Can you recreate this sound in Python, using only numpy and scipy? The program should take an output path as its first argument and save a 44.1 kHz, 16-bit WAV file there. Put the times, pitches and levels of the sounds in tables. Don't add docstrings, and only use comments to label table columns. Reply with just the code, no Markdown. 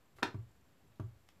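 import sys
import numpy as np
from scipy import signal
from scipy.fft import rfft, irfft
from scipy.io import wavfile
from scipy.ndimage import uniform_filter1d

SR = 44100
rng = np.random.default_rng(int(sys.argv[2]) if len(sys.argv) > 2 else 0)


def inscribe(sig):
    pcm = np.round(np.clip(np.atleast_2d(sig).T, -1, 1) * 32767)
    wavfile.write(sys.argv[1], SR, pcm.astype(np.int16))


def how_loud(loudness_db):
    steps = np.asarray(loudness_db, float) / 20
    return 10 ** steps


N = 61739

# (time [s], crack level [dB], t60 [s])
EDGE_CONTACTS = [
    (.2286, -28, 0.029),
    (.2303, -30.5, 0.026),
    (.2336, -34.5, 0.018),
]


def read(points, hz):
    f, value = np.transpose(points)
    return np.interp(np.log(hz + 1), np.log(f + 1), value)


def evened(x):
    return x / np.sqrt(np.mean(x ** 2) + 1e-20)


def add(mix, s, sound):
    part = mix[round(s * SR):][:len(sound)]
    part += sound[:len(part)]


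def coloured(points, size):
    hz = np.fft.rfftfreq(size, 1 / SR)
    spectrum = rfft(rng.standard_normal(size)) * how_loud(read(points, hz))
    return evened(irfft(spectrum, size))


def ring(hz, db, t60, length=.6):
    t = np.arange(round(length * SR)) / SR
    return how_loud(db - 60 * t / t60) * np.sin(2 * np.pi * hz * t)


def motor_bumps():
    per_s, width_s = 69, 0.0047
    at = np.cumsum(rng.uniform(0.36, 1.0, 200)) / per_s * SR
    train = np.zeros(N)
    train[at[at < N].astype(int)] = rng.exponential(1, 200)[at < N]
    u = np.arange(-3, 3, 1 / (width_s * SR / 2))
    pulse = -(1 - u ** 2 / 2) * np.exp(-u ** 2 / 2)
    return how_loud(-70) * signal.oaconvolve(train, pulse, "same")


def fizz():
    hz, width_hz, flicker_db = 7480, 1200, 3.5
    band = [(hz - 2 * width_hz, -40), (hz, 0), (hz + 2 * width_hz, -40)]
    flicker = how_loud(flicker_db * evened(uniform_filter1d(rng.standard_normal(N), size=400)))
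    return how_loud(-90) * flicker * coloured(band, N)


def hush():
    # (frequency [Hz], density [dB])
    hush_colour = [(25, -1), (60, -9), (110, -1.5), (200, -3.5), (500, -11), (1500, -16.5), (5000, -26),
                   (9000, -32), (13500, -27.5)]
    return how_loud(-70) * coloured(hush_colour, N) + motor_bumps() + fizz()


def room(x):
    # (frequency [Hz], t60 [s])
    decay = [(200, 0.28), (600, 0.25), (1500, 0.2), (4000, .21), (8000, 0.19), (13000, 0.13)]
    gap_s, spacing = .004, 20
    taps = np.zeros(SR // 2)
    at = np.arange(0, SR // 2 - spacing, spacing)
    taps[at + rng.integers(0, spacing, len(at))] = rng.choice([-1., 1.], len(at))
    hz, t, z = signal.stft(taps, SR, nperseg=256)
    fading = how_loud(-60 * t / read(decay, hz)[:, None])
    tail = signal.istft(z * fading, SR, nperseg=256)[1]
    response = np.concatenate([np.zeros(round(gap_s * SR)), tail / np.linalg.norm(tail)])
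    return signal.fftconvolve(x, response)[:N]


def slide():
    # (time [s], level [dB])
    stroke = [(.145, -108), (.165, -68.5), (.19, -69.5), (.2, -68), (.215, -85.5), (.225, -87)]
    # (frequency [Hz], level [dB])
    friction = [(200, 2.5), (1300, 0), (4000, -5.5), (7000, -9), (9500, -9.5), (13500, -9.5)]
    s, db = np.transpose(stroke)
    grain = how_loud(1.2 * evened(uniform_filter1d(rng.standard_normal(N), size=60)))
    return coloured(friction, N) * grain * how_loud(np.interp(np.arange(N) / SR, s, db))


def ticks():
    # (time [s], peak level [dB], resonance [Hz], t60 [s], treble level [dB])
    contacts = [(.1860, -51, 1370, 0.049, -49), (0.1915, -60, 603, 0.036, -37),
                (0.776, -74, 2480, 0.0073, -33), (.9208, -65, 2560, 0.019, -43),
                (.9577, -70.5, 4000, 0.027, -11), (0.999, -63, 3200, 0.037, -17),
                (.9985, -74, 6460, 0.018, -17), (1.2880, -52, 3200, 0.013, -24),
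                (1.2882, -60.5, 5200, 0.013, -21), (1.2890, -56.5, 1500, 0.009, -30.5),
                (1.309, -76, 2315, 0.0078, -17), (1.3613, -66, 2500, 0.0084, -24)]
    out = np.zeros(N)
    t = np.arange(2048) / SR
    onset = np.minimum(t / 0.00051, 1)
    for s, db, hz, t60, treble_db in contacts:
        resonance = [(hz / 4, -20), (hz / 1.5, -6), (hz, 0), (hz * 1.2, -9), (14000, treble_db)]
        add(out, s, onset * how_loud(db - 60 * t / t60) * coloured(resonance, size=2048))
    return out


def whistle():
    hz, end_s = 14300, .61
    start_s = EDGE_CONTACTS[0][0]
    out = np.zeros(N)
    add(out, start_s, ring(hz, -87, 6.6, length=end_s - start_s))
    add(out, start_s, ring(hz, -63.5, .05))
    return out


def slaps():
    slap_times = [
        .1850,
        .2243,
        .3440,
        .9966,
    ]
    # (level [dB], puff level [dB])
    slap_levels = [(-61.5, -8), (-43.5, -4), (-57.5, -0.5), (-51, -6)]
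    # (frequency [Hz], level [dB], t60 [s])
    card_modes = [(373, 6.5, 0.044), (450, -7, .07), (624, 1, 0.06), (702, -3.5, .07), (773, -16.5, 0.054),
                  (972, 0, 0.042), (1142, 1.5, 0.056), (1318, -7.5, 0.052), (1414, -5.5, 0.043)]
    # (frequency [Hz], level [dB])
    air = [(300, -13), (900, -0.5), (1600, -3), (2300, -7), (4000, -22.5), (8000, -28.5)]
    out = np.zeros(N)
    t = np.arange(4096) / SR
    onset = np.minimum(t / 0.00039, 1)
    for s, (db, puff_db) in zip(slap_times, slap_levels):
        signs = rng.choice([-1., 1.], len(card_modes))
        modes = sum(sign * ring(hz, db + mode_db, t60, length=4096 / SR)
                    for sign, (hz, mode_db, t60) in zip(signs, card_modes))
        puff = coloured(air, size=4096) * how_loud(db + puff_db - 60 * t / 0.044)
        add(out, s, onset * (modes + puff))
    return out


def knocks():
    block_hz = [294, 385, 432, 620, 770, 945, 1250, 1520, 1790, 2050, 2440, 3600, 4250, 4980]
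    # (level [dB], t60 [s])
    block_decay = [(-1, 0.046), (-14.5, 0.077), (-1, 0.029), (-10, 0.031), (-2, 0.02), (-4.5, .05),
                   (-10.5, 0.048), (3, 0.02), (-8, 0.029), (-5, 0.027), (-5.5, 0.036), (-4, 0.015),
                   (-13, .03), (-15.5, .03)]
    # (frequency [Hz], level [dB])
    crack = [(300, -36), (1500, -1.5), (3000, -5.5), (6000, -17.5), (8500, -25), (12500, -32.5),
             (14200, -32)]
    strike_s, rise_s, strike_db = .2285, .0015, -25
    out = np.zeros(N)
    t = np.arange(8192) / SR
    modes = sum((-1) ** k * ring(hz, strike_db + db, t60, length=8192 / SR)
                for k, (hz, (db, t60)) in enumerate(zip(block_hz, block_decay)))
    add(out, strike_s, np.minimum(t / rise_s, 1) * modes)
    onset = np.minimum(t / 0.00066, 1)
    for s, db, t60 in EDGE_CONTACTS:
        add(out, s, onset * coloured(crack, size=8192) * how_loud(db - 60 * t / t60))
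    return out


def thuds():
    # (time [s], level [dB], upper-mode level [dB])
    presses = [
        (.3440, 0, 0),
        (.9969, .7, 1.1),
        (.2300, -13, -6),
        (.845, -30, 8),
        (.176, -30, 4),
    ]
    # (frequency [Hz], level [dB], t60 [s], swing direction under the hand [+1 or -1])
    table_modes = [(48, -50, .4, -1), (67, -54, .6, -1), (91.7, -44.6, .42, -1), (104.1, -24.1, .126, 1),
                   (115.4, -18.7, .12, -1), (117.4, -23.9, .222, 1)]
    # (frequency [Hz], level [dB], t60 [s], swing direction [+1 or -1])
    upper_modes = [(177, -52.7, .3, -1), (220, -45.5, .08, -1), (295, -45.9, .11, -1),
                   (316, -51.5, .18, -1), (389, -50.8, .14, -1)]
    contact_s = .0008
    low, high = np.zeros(N), np.zeros(N)
    push = np.sin(np.pi * np.arange(0, 1, 1 / (contact_s * SR)))
    push = push / push.sum()
    low_ring = sum(swing * ring(hz, db, t60) for hz, db, t60, swing in table_modes)
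    high_ring = sum(swing * ring(hz, db, t60) for hz, db, t60, swing in upper_modes)
    for s, db, upper_db in presses:
        start_s = s - contact_s / 2
        add(low, start_s, np.convolve(how_loud(db) * push, low_ring))
        add(high, start_s, np.convolve(how_loud(db + upper_db) * push, high_ring))
    return low, high


def scene():
    low, high = thuds()
    sharp = knocks() + ticks() + slaps()
    reflected = room(how_loud(-5.5) * sharp + how_loud(-9) * high)
    return (low + high + sharp + reflected + slide() + whistle() + hush())[None]


def band_limit(x):
    return signal.sosfilt(signal.butter(12, 15590, fs=SR, output="sos"), x)


def record(dry):
    hz = np.fft.rfftfreq(N, 1 / SR)
    shelf_db = -18.5 * np.clip((hz - 14200) / 250, 0, 1)
    notch_db = -2.5 * np.exp(-((hz - 9070) / 430) ** 2)
    cut = signal.lfilter(*signal.butter(2, 56, "high", fs=SR), dry)
    mix = irfft(rfft(cut) * how_loud(shelf_db + notch_db), N) - .0003
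    return band_limit(mix)


dry = scene()
out = record(dry)
inscribe(out)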